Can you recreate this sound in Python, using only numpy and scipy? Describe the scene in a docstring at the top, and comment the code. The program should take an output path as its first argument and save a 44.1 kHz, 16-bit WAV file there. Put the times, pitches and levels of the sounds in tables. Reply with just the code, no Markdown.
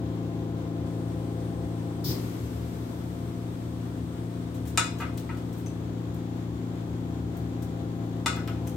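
"""Oxygen concentrator and playing cat

A compressor hums as shaft orders, with steady fan and mains tones, rumble and air as shaped noise.
Gas feeds with a hiss; at the vent a noise jet whistles, a low sine thumps and exhaust noise gushes.
Pressure falls, so the hum speeds up and softens; it slows and hardens as pressure builds again.
A cat rolls on carpet: filtered slip noise for fibres and claws, decaying modes for the toy's ping.
The toy knocks on a metal chair: contact noise, joint rattle and ringing modes, echoed by the room."""
import sys
import numpy as np
from scipy import signal
from scipy.fft import rfft, irfft
from scipy.io import wavfile

SR = 44100
rng = np.random.default_rng(int(sys.argv[2]) if len(sys.argv) > 2 else 0)


def generate_wav(sig):
    """Save sig (samples, or channels by samples) to the path in sys.argv[1] as 16-bit PCM at SR."""
    pcm = np.round(np.clip(np.atleast_2d(sig).T, -1, 1) * 32767).astype(np.int16)
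    wavfile.write(sys.argv[1], SR, pcm)


N = 386316
TIME, BINS = np.arange(N) / SR, np.fft.rfftfreq(N, 1 / SR)


def amp(db):
    """Decibels to gain."""
    return 10 ** (np.asarray(db) / 20)


def at_hz(points, hz):
    """Interpolates a (f/Hz, value) table on a log-frequency axis."""
    f, value = np.transpose(points)
    return np.interp(np.log(hz + 1), np.log(f + 1), value)


def unit(x):
    """Scales to rms 1."""
    return x / np.sqrt(np.mean(x ** 2) + 1e-30)


def add(mix, s, sound):
    """Adds a sound into mix at s seconds, cut at the end."""
    part = mix[round(s * SR):][:len(sound)]
    part += sound[:len(part)]


def drift(rate_hz, size=8192):
    """Slow random modulation: low-passed noise of rms 1."""
    hz = np.fft.rfftfreq(size, N / SR / size)
    slow = irfft(rfft(rng.standard_normal(size)) / (1 + (hz / rate_hz) ** 4))
    return np.interp(TIME, np.linspace(0, N / SR, size), unit(slow))


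# Left-right likeness of diffuse sound: (f/Hz, coherence)
COHERENCE = [(60, 0.99), (130, 1), (290, 0.96), (640, -0.21), (1410, -0.012), (3100, -0.15), (6820, -0.095),
             (15000, -0.26)]


def diffuse(gain):
    """Room-filling noise, gain per FFT bin: alike at both microphones only in the bass."""
    a, b = rfft(rng.standard_normal((2, N)))
    same = np.clip(at_hz(COHERENCE, BINS), -1, 1)
    right = same * a + np.sqrt(1 - same ** 2) * b
    return irfft(np.array([a, right]) * gain, N) * np.sqrt(SR / 2)


def hiss(spectrum):
    """Diffuse noise from a (f/Hz, level/(dB/Hz)) table."""
    return diffuse(amp(at_hz(spectrum, BINS)))


def colour(x, db):
    """Causal minimum-phase filter, dB per FFT bin of x."""
    log_gain = np.log(amp(np.concatenate([db, db[-2:0:-1]])))
    response = np.exp(np.conj(signal.hilbert(log_gain)))[:len(db)]
    return irfft(rfft(x) * response, len(x))


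def contact(t, length_s, grain_db=0.91):
    """A decaying cluster of tiny slips, energy 1."""
    grain = amp(grain_db * np.minimum(rng.exponential(1, len(t)), 5))
    slips = rng.standard_normal(len(t)) * grain * np.exp(-t / length_s)
    return slips / np.linalg.norm(slips)


def flow(start_s, attack_s, hold_s, release_db_per_s):
    """Gain of a gas flow: opens linearly, holds, then dies away exponentially."""
    t = TIME - start_s
    return np.clip(t / attack_s, 0, 1) * amp(-release_db_per_s * np.maximum(t - hold_s, 0))


# First reflections from desk, walls and ceiling, before normalisation: (delay t/s, level/dB)
REFLECTIONS = [(.0012, -14), (.0023, -1), (.0047, -1.5), (.0069, 2.5), (.0105, -6.5), (.0155, -25),
               (.021, -2)]
# Reverberation time: (f/Hz, t60/s)
REVERB_T60 = [(600, 0.46), (1580, 0.32), (4180, 0.4), (11000, 0.25)]


def room(x, tail_db, direct_db=4, size=SR // 2, taps_per_s=4000):
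    """Direct sound, early reflections, then sparse taps that decay by band; left response energy 1."""
    taps = rng.choice([-1., 1.], (2, size)) * (rng.random((2, size)) < taps_per_s / SR)
    hz, t, z = signal.stft(taps, SR, nperseg=256)
    decay = amp(-60 * t / at_hz(REVERB_T60, hz)[:, None])
    onset = np.clip(t / 0.0082, 0, 1)
    tail = signal.istft(z * decay * onset, SR)[1]
    response = amp(tail_db) * tail / np.linalg.norm(tail, axis=1, keepdims=True)
    response[:, 0] += amp(direct_db)
    for side in response:
        for delay_s, db in REFLECTIONS:
            jitter_s = rng.uniform(-.0003, .0003)  # separate per microphone
            add(side, abs(delay_s + jitter_s), amp([db]))
    return signal.fftconvolve(x[None], response / np.linalg.norm(response[0]), axes=1)[:, :N]


# Valve cycle: feed opens, full bed vents, feed shuts
FEED_S, VENT_S, SHUT_S = 0.844, 2.04, 5.7
BLEED_PER_S, EMPTY_S, FILL_S = .13, .2, 8.1


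def pressure():
    """Bed pressure, 0 empty to 1 full: bleeds into the feed, drops at the vent, builds again."""
    before = 1 - BLEED_PER_S * np.maximum(TIME - FEED_S, 0)
    vented = np.clip((TIME - VENT_S) / EMPTY_S, 0, 1)
    return (1 - vented) * before + vented * (TIME - VENT_S) / FILL_S


# Shaft rate, full and empty
LOADED_HZ, EASED_HZ = 28.11, 28.88
ROLL_OFF_DB_PER_OCTAVE, SOFTEN_DB, SOFTEN_DB_PER_ORDER = 25, 1.5, 0.38
# Low shaft orders at full pressure, before panel lift: (multiple of shaft rate, level/dB)
SHAFT_ORDERS = [(2, -58), (3, -51.5), (4, -35.5), (5, -56), (6, -38), (7, -61.5), (8, -47.5), (9, -52),
                (10, -42), (11, -44), (12, -46), (13, -49), (15, -54)]
# Cabinet panel resonances: (f/Hz, width/Hz, lift/dB)
PANEL_MODES = [(507, 2.8, 8.5), (535, 12, 8.5), (675.4, 19, 16.5), (793, 18.6, 20.5), (817, 14.5, 15),
               (1043, 56, 25)]


def compressor(load, speed_hz, turns, flutter=0.034, flutter_hz=6, spread_hz=900, smear=0.15,
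               sweep_turns=.012, count=38):
    """Shaft orders: pressure hardens the piston strokes, panels lift orders near resonance."""
    out = np.zeros((2, N))
    orders, levels = np.transpose(SHAFT_ORDERS)
    for order in range(2, count):
        octaves_above = max(np.log2(order / orders[-1]), 0)
        db = np.interp(order, orders, levels) - ROLL_OFF_DB_PER_OCTAVE * octaves_above
        lift_db = sum(top_db / (1 + (2 * (order * speed_hz - hz) / width_hz) ** 2)
                      for hz, width_hz, top_db in PANEL_MODES)
        soften_db = (SOFTEN_DB + SOFTEN_DB_PER_ORDER * order) * (1 - load)
        level = amp(db + lift_db - soften_db)
        waver = flutter * order / 10  # high orders are less steady
        # low even orders stay nearly phase-locked: two throbs a turn
        scatter = 1 if order % 2 else min(smear * (order / 10) ** 4, 1)
        lead_turns = sweep_turns * order ** 2 + scatter * rng.random()
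        phase = 2 * np.pi * (order * turns + lead_turns) + waver * drift(flutter_hz)
        apart_rad = .5 * order * LOADED_HZ / spread_hz  # left microphone leads
        tone = np.cos(phase + [[apart_rad], [-apart_rad]])
        out += np.sqrt(2) * level * (1 + waver * drift(flutter_hz)) * tone
    return out


# Fan blades and mains hum: (f/Hz, level/dB rms)
FAN_AND_MAINS = [(253.4, -44), (511.5, -57), (685, -58.5), (120, -53)]


def fan(flutter=0.18, flutter_hz=7.8):
    """Fixed-pitch blade tones and mains hum, fluttering in level."""
    out = np.zeros(N)
    for hz, db in FAN_AND_MAINS:
        tone = np.cos(2 * np.pi * (hz * TIME + rng.random()))
        out += np.sqrt(2) * amp(db) * (1 + flutter * drift(flutter_hz)) * tone
    return out


# Cabinet rumble: (f/Hz, level/(dB/Hz))
CABINET_RUMBLE = [(8, -110), (24, -95), (32, -79), (50, -80), (100, -62.5), (150, -68), (230, -70),
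                  (335, -67.5), (450, -74), (700, -87.5), (1500, -110)]
# Fan air: (f/Hz, level/(dB/Hz))
FAN_AIR = [(150, -100), (550, -78), (1000, -80), (1400, -85.5), (2000, -90.5), (2800, -94), (3400, -91),
           (5000, -99), (7500, -100), (9000, -103), (9700, -110), (10600, -110), (11600, -106),
           (13000, -105), (16000, -107)]
# Room modes shaken by the cabinet: (f/Hz, width/Hz, level/dB rms)
ROOM_MODES = [(75.7, 9.2, -44.5), (108.7, 7.9, -69)]


def airflow(turns, throb=0.12, chuff=0.063, swell_db=.5, swell_hz=12):
    """Rumble throbs once a turn, air with both piston strokes; low room modes boom."""
    rumble = hiss(CABINET_RUMBLE) * (1 - throb * np.cos(2 * np.pi * turns))
    boom = sum(amp(db) * unit(diffuse(1 / (1 + (2 * (BINS - hz) / width_hz) ** 4)))
               for hz, width_hz, db in ROOM_MODES)
    strokes = 1 + chuff * np.cos(2 * np.pi * 2 * turns)
    air = hiss(FAN_AIR) * strokes * amp(swell_db * drift(swell_hz))
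    return boom + rumble + air


# Gas through the tubes, before level_db: (f/Hz, level/(dB/Hz))
FEED_GAS = [(3000, -115), (4500, -100), (7000, -104), (8000, -95.5), (9200, -95.5), (9700, -112),
            (10600, -112), (11500, -104), (13000, -104), (16000, -110)]
# Residual hiss after the feed shuts: (f/Hz, level/(dB/Hz))
SHUT_HISS = [(5000, -125), (6900, -100), (8500, -120), (16000, -130)]


def feed(level_db=-2.0, sag_db_per_s=0.5, open_s=0.027, shut_s=0.13):
    """Tube gas noise weakens slowly; shutting the feed crossfades to a thinner hiss."""
    shut = np.clip((TIME - SHUT_S) / shut_s, 0, 1)
    gas = amp(level_db) * hiss(FEED_GAS) * flow(FEED_S, open_s, 0, sag_db_per_s)
    return gas * (1 - shut) + hiss(SHUT_HISS) * shut


THUMP_HZ, THUMP_DB, THUMP_LENGTH_S = 130.3, -28, 0.094
# Valve jet, before level_db: (f/Hz, level/(dB/Hz))
VALVE_JET = [(2000, -100), (3000, -85), (3500, -75), (4200, -71.5), (5000, -68), (6200, -76.5), (7300, -82),
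             (9000, -83), (10300, -89), (12300, -75), (14500, -69), (16000, -72)]


def valve(level_db=-4.0, attack_s=0.0063, hold_s=0.076, release_db_per_s=400, echo_db=-7,
          whistle_hz=5100, whistle_width_hz=900, whistle_db_per_hz=-69):
    """Short noise jet with a resonant whistle band, its room echo, and a pressure-release thump."""
    resonance = 1 / (1 + (2 * (BINS - whistle_hz) / whistle_width_hz) ** 2)
    whistle = amp(whistle_db_per_hz) * diffuse(resonance)
    jet = (hiss(VALVE_JET) + whistle) * flow(VENT_S, attack_s, hold_s, release_db_per_s) * amp(level_db)
    t = np.arange(0, THUMP_LENGTH_S, 1 / SR)
    thump = np.zeros(N)
    add(thump, VENT_S, amp(THUMP_DB) * np.hanning(len(t)) * np.sin(2 * np.pi * THUMP_HZ * t))
    return jet + amp(echo_db) * room(jet[0], tail_db=23) + thump


# Muffler noise, before gush and drain gains: (f/Hz, level/(dB/Hz))
MUFFLER = [(35, -87), (75, -62.5), (140, -66.5), (230, -63), (370, -62.5), (600, -76), (1300, -84.5),
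           (2500, -87.5), (5500, -90.5), (8500, -91.5), (10300, -97), (12500, -88), (16000, -96)]


def exhaust(attack_s=.07, gush_db=-3, gush_db_per_s=90, drain_db=-2, drain_db_per_s=10,
            pipe_s=0.000953, pipe_echo=0.083):
    """The sieve bed gushes through the muffler, then drains slowly; tube echoes comb the noise."""
    pipe = 1 / abs(1 - pipe_echo * np.exp(2j * np.pi * BINS * pipe_s))
    gush = amp(gush_db) * flow(VENT_S, attack_s, attack_s, gush_db_per_s)
    drain = amp(drain_db) * flow(VENT_S, attack_s, attack_s, drain_db_per_s)
    return diffuse(amp(at_hz(MUFFLER, BINS)) * pipe) * (gush + drain)


ROLL_START_S, ROLL_END_S = 4.53, 5.7
# Carpet and claw filter, shared with claws(): (f/Hz, gain/dB)
CARPET_COLOUR = [(500, -31), (1600, -1), (3500, -2.5), (5000, -6), (6500, -2), (8500, -0.5), (10200, -9.5),
                 (12500, -3.5), (16000, -4)]


def scuffle(level_db=-54, snags_per_s=500, clump_db=5, clump_hz=12):
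    """Faint clumps of snagging fibres as the cat rolls: sparse random impulses, filtered."""
    rolling = (TIME > ROLL_START_S) & (TIME < ROLL_END_S)
    snags = rng.standard_normal(N) * (rng.random(N) < snags_per_s / SR) * rolling
    clumps = amp(level_db + clump_db * np.tanh(drift(clump_hz)))
    return colour(snags * clumps, at_hz(CARPET_COLOUR, BINS))


# Claw strokes in carpet and on toy, before level_db: (t/s, level/dB, decay/s, tilt/(dB/octave))
CLAW_STROKES = [(4.544, -9.5, 0.022, 0), (4.654, -8.5, .013, 0), (4.673, -4.5, 0.013, 2),
                (4.987, -8, 0.0044, -1), (5.003, -5, .012, -2), (5.175, -5, 0.00026, 0),
                (5.179, -1.5, .0003, 1), (5.371, -13, .008, -2.5), (5.528, -13, .012, 3),
                (5.577, -14, .012, 6), (5.661, -12, .004, -3), (6.143, -15, .004, 6), (7.37, -13, .006, 6),
                (7.623, -7, 0.0052, 1), (8.362, -11, .001, 4), (8.476, -3, .0009, -4.5),
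                (8.67, -7.5, 0.00098, .5), (8.675, -3, 0.00064, -0.5)]


def claws(level_db=-8, pivot_hz=7000, size=8192):
    """Claws catch in the pile and snap free: grainy slip bursts, filtered and tilted."""
    t, hz, out = np.arange(size) / SR, np.fft.rfftfreq(size, 1 / SR), np.zeros(N)
    for s, db, length_s, tilt in CLAW_STROKES:
        shape_db = at_hz(CARPET_COLOUR, hz) + tilt * np.log2(np.maximum(hz, 2000) / pivot_hz)
        add(out, s, amp(level_db + db) * colour(contact(t, length_s, grain_db=4.2), shape_db))
    return out


LATE_RING_HZ, LATE_RING_DB, LATE_RING_S = 5330, -54, 0.055
# Metal chair modes, before ring_db: (f/Hz, level/dB, t60/s)
CHAIR_MODES = [(780, -17, 0.2), (944, 4, 0.082), (990, -6, 0.14), (1195, -1, 0.11), (1292, 12.5, 0.061),
               (1447, 5, 0.12), (1580, -2.5, 0.13), (1723, -8, 0.14), (2003, -3, 0.16), (2124, 4.5, 0.075),
               (2484, 6.5, 0.081), (2530, -5, 0.14), (2700, -2, .12), (2780, -2, 0.091), (2883, 4.5, 0.056),
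               (3480, 5, 0.042), (3540, 2, 0.062), (3940, -3, 0.083), (4380, -10, 0.062), (5322, -10, 0.37),
               (6370, -5, 0.082), (6590, -4, .08), (6830, 0.5, 0.095), (7900, -9, 0.064), (8210, -2, 0.14),
               (8400, -27, 0.054)]
# Contact crack filter: (f/Hz, gain/dB)
CRACK_COLOUR = [(200, -16), (600, -7), (1000, -3), (1600, -4), (2400, -5.5), (3100, -10), (4200, -3),
                (5500, -8.5), (7500, -4), (9000, -5), (10000, -22.5), (13000, -19), (16000, -27)]
# Knocks on the chair: (t/s, level/dB, brightness f/Hz, contact/s)
CHAIR_KNOCKS = [(4.775, 0.5, 14000, 0.0031), (5.001, -10, 2110, 0.0046), (5.019, -11.5, 2700, 0.0054),
                (5.292, -16, 2450, .004), (8.2605, -4, 14000, 0.0021), (8.369, -15, 2300, 0.0047),
                (8.479, -17.5, 3260, 0.0034)]


def knocks(crack_db=15, ring_db=-28.0, snap=0.65, rattle_db=11, rattle_s=0.029, rattle_hz=2200, size=32768):
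    """Each knock cracks, rattles the joints and rings the chair; soft knocks lose treble."""
    t, hz, out = np.arange(size) / SR, np.fft.rfftfreq(size, 1 / SR), np.zeros(N)
    crack_shape_db = at_hz(CRACK_COLOUR, hz)
    rattle_shape_db = crack_shape_db - 10 * np.log10(1 + (hz / rattle_hz) ** 4)
    # one high mode swells and fades after the blow
    swell = np.sin(np.pi / 2 * np.minimum(t / LATE_RING_S, 2)) ** 2
    late = amp(LATE_RING_DB) * swell * np.sin(2 * np.pi * LATE_RING_HZ * t)
    for s, db, bright_hz, length_s in CHAIR_KNOCKS:
        ring = sum(amp(mode_db - 60 * t / t60_s) * np.sin(2 * np.pi * (f * t + rng.random()))
                   for f, mode_db, t60_s in CHAIR_MODES)
        ring = amp(ring_db) * ring * (1 - np.exp(-t / length_s))
        crack = amp(crack_db) * colour(contact(t, length_s) + snap * (t == 0), crack_shape_db)
        rattle = amp(rattle_db) * colour(contact(t, rattle_s), rattle_shape_db)
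        blow = colour(ring + crack + rattle, -10 * np.log10(1 + (hz / bright_hz) ** 6))
        add(out, s, amp(db) * (blow + amp(.5 * db) * late))  # late ring favours hard knocks
    return out


PING_S, PING_DB = 5.662, -44.5
# Toy's small hard part, before PING_DB: (f/Hz, level/dB, t60/s)
TOY_MODES = [(2650, -5, .08), (6100, 3, .045), (6300, -1, .05), (8250, -2, .04)]


def ping(size=8192):
    """One ping of the toy: short, high decaying modes."""
    t, out = np.arange(size) / SR, np.zeros(N)
    modes = sum(amp(PING_DB + db - 60 * t / t60_s) * np.sin(2 * np.pi * hz * t)
                for hz, db, t60_s in TOY_MODES)
    add(out, PING_S, modes)
    return out


def scene():
    """Machine and cat in one room; pressure slows the motor."""
    load = pressure()
    speed_hz = EASED_HZ + load * (LOADED_HZ - EASED_HZ)
    turns = np.cumsum(speed_hz) / SR
    machine = compressor(load, speed_hz, turns) + fan() + airflow(turns)
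    machine = machine + feed() + valve() + exhaust()
    cat = room(scuffle() + claws() + ping(), tail_db=6.0)
    return machine + cat + room(knocks(), tail_db=6.5)


EDGE_HZ = 15900
# Channel balance: (f/Hz, left minus right level/dB)
BALANCE = [(60, 3.5), (110, 2.5), (200, 7), (380, -0.5), (700, 7.5), (1290, 1.5), (2380, 5), (4400, 3),
           (8120, 3.5), (15000, 4.0)]


def record(dry):
    """Channel balance by frequency, left mostly louder, then a low-pass band limit."""
    lean = amp(at_hz(BALANCE, BINS) * np.array([[.5], [-.5]]))
    heard = irfft(rfft(dry) * lean, N)
    low_pass = signal.firwin(511, EDGE_HZ, window=("kaiser", 9), fs=SR)
    return signal.oaconvolve(heard, low_pass[None], "same")


dry = scene()
out = record(dry)
generate_wav(out)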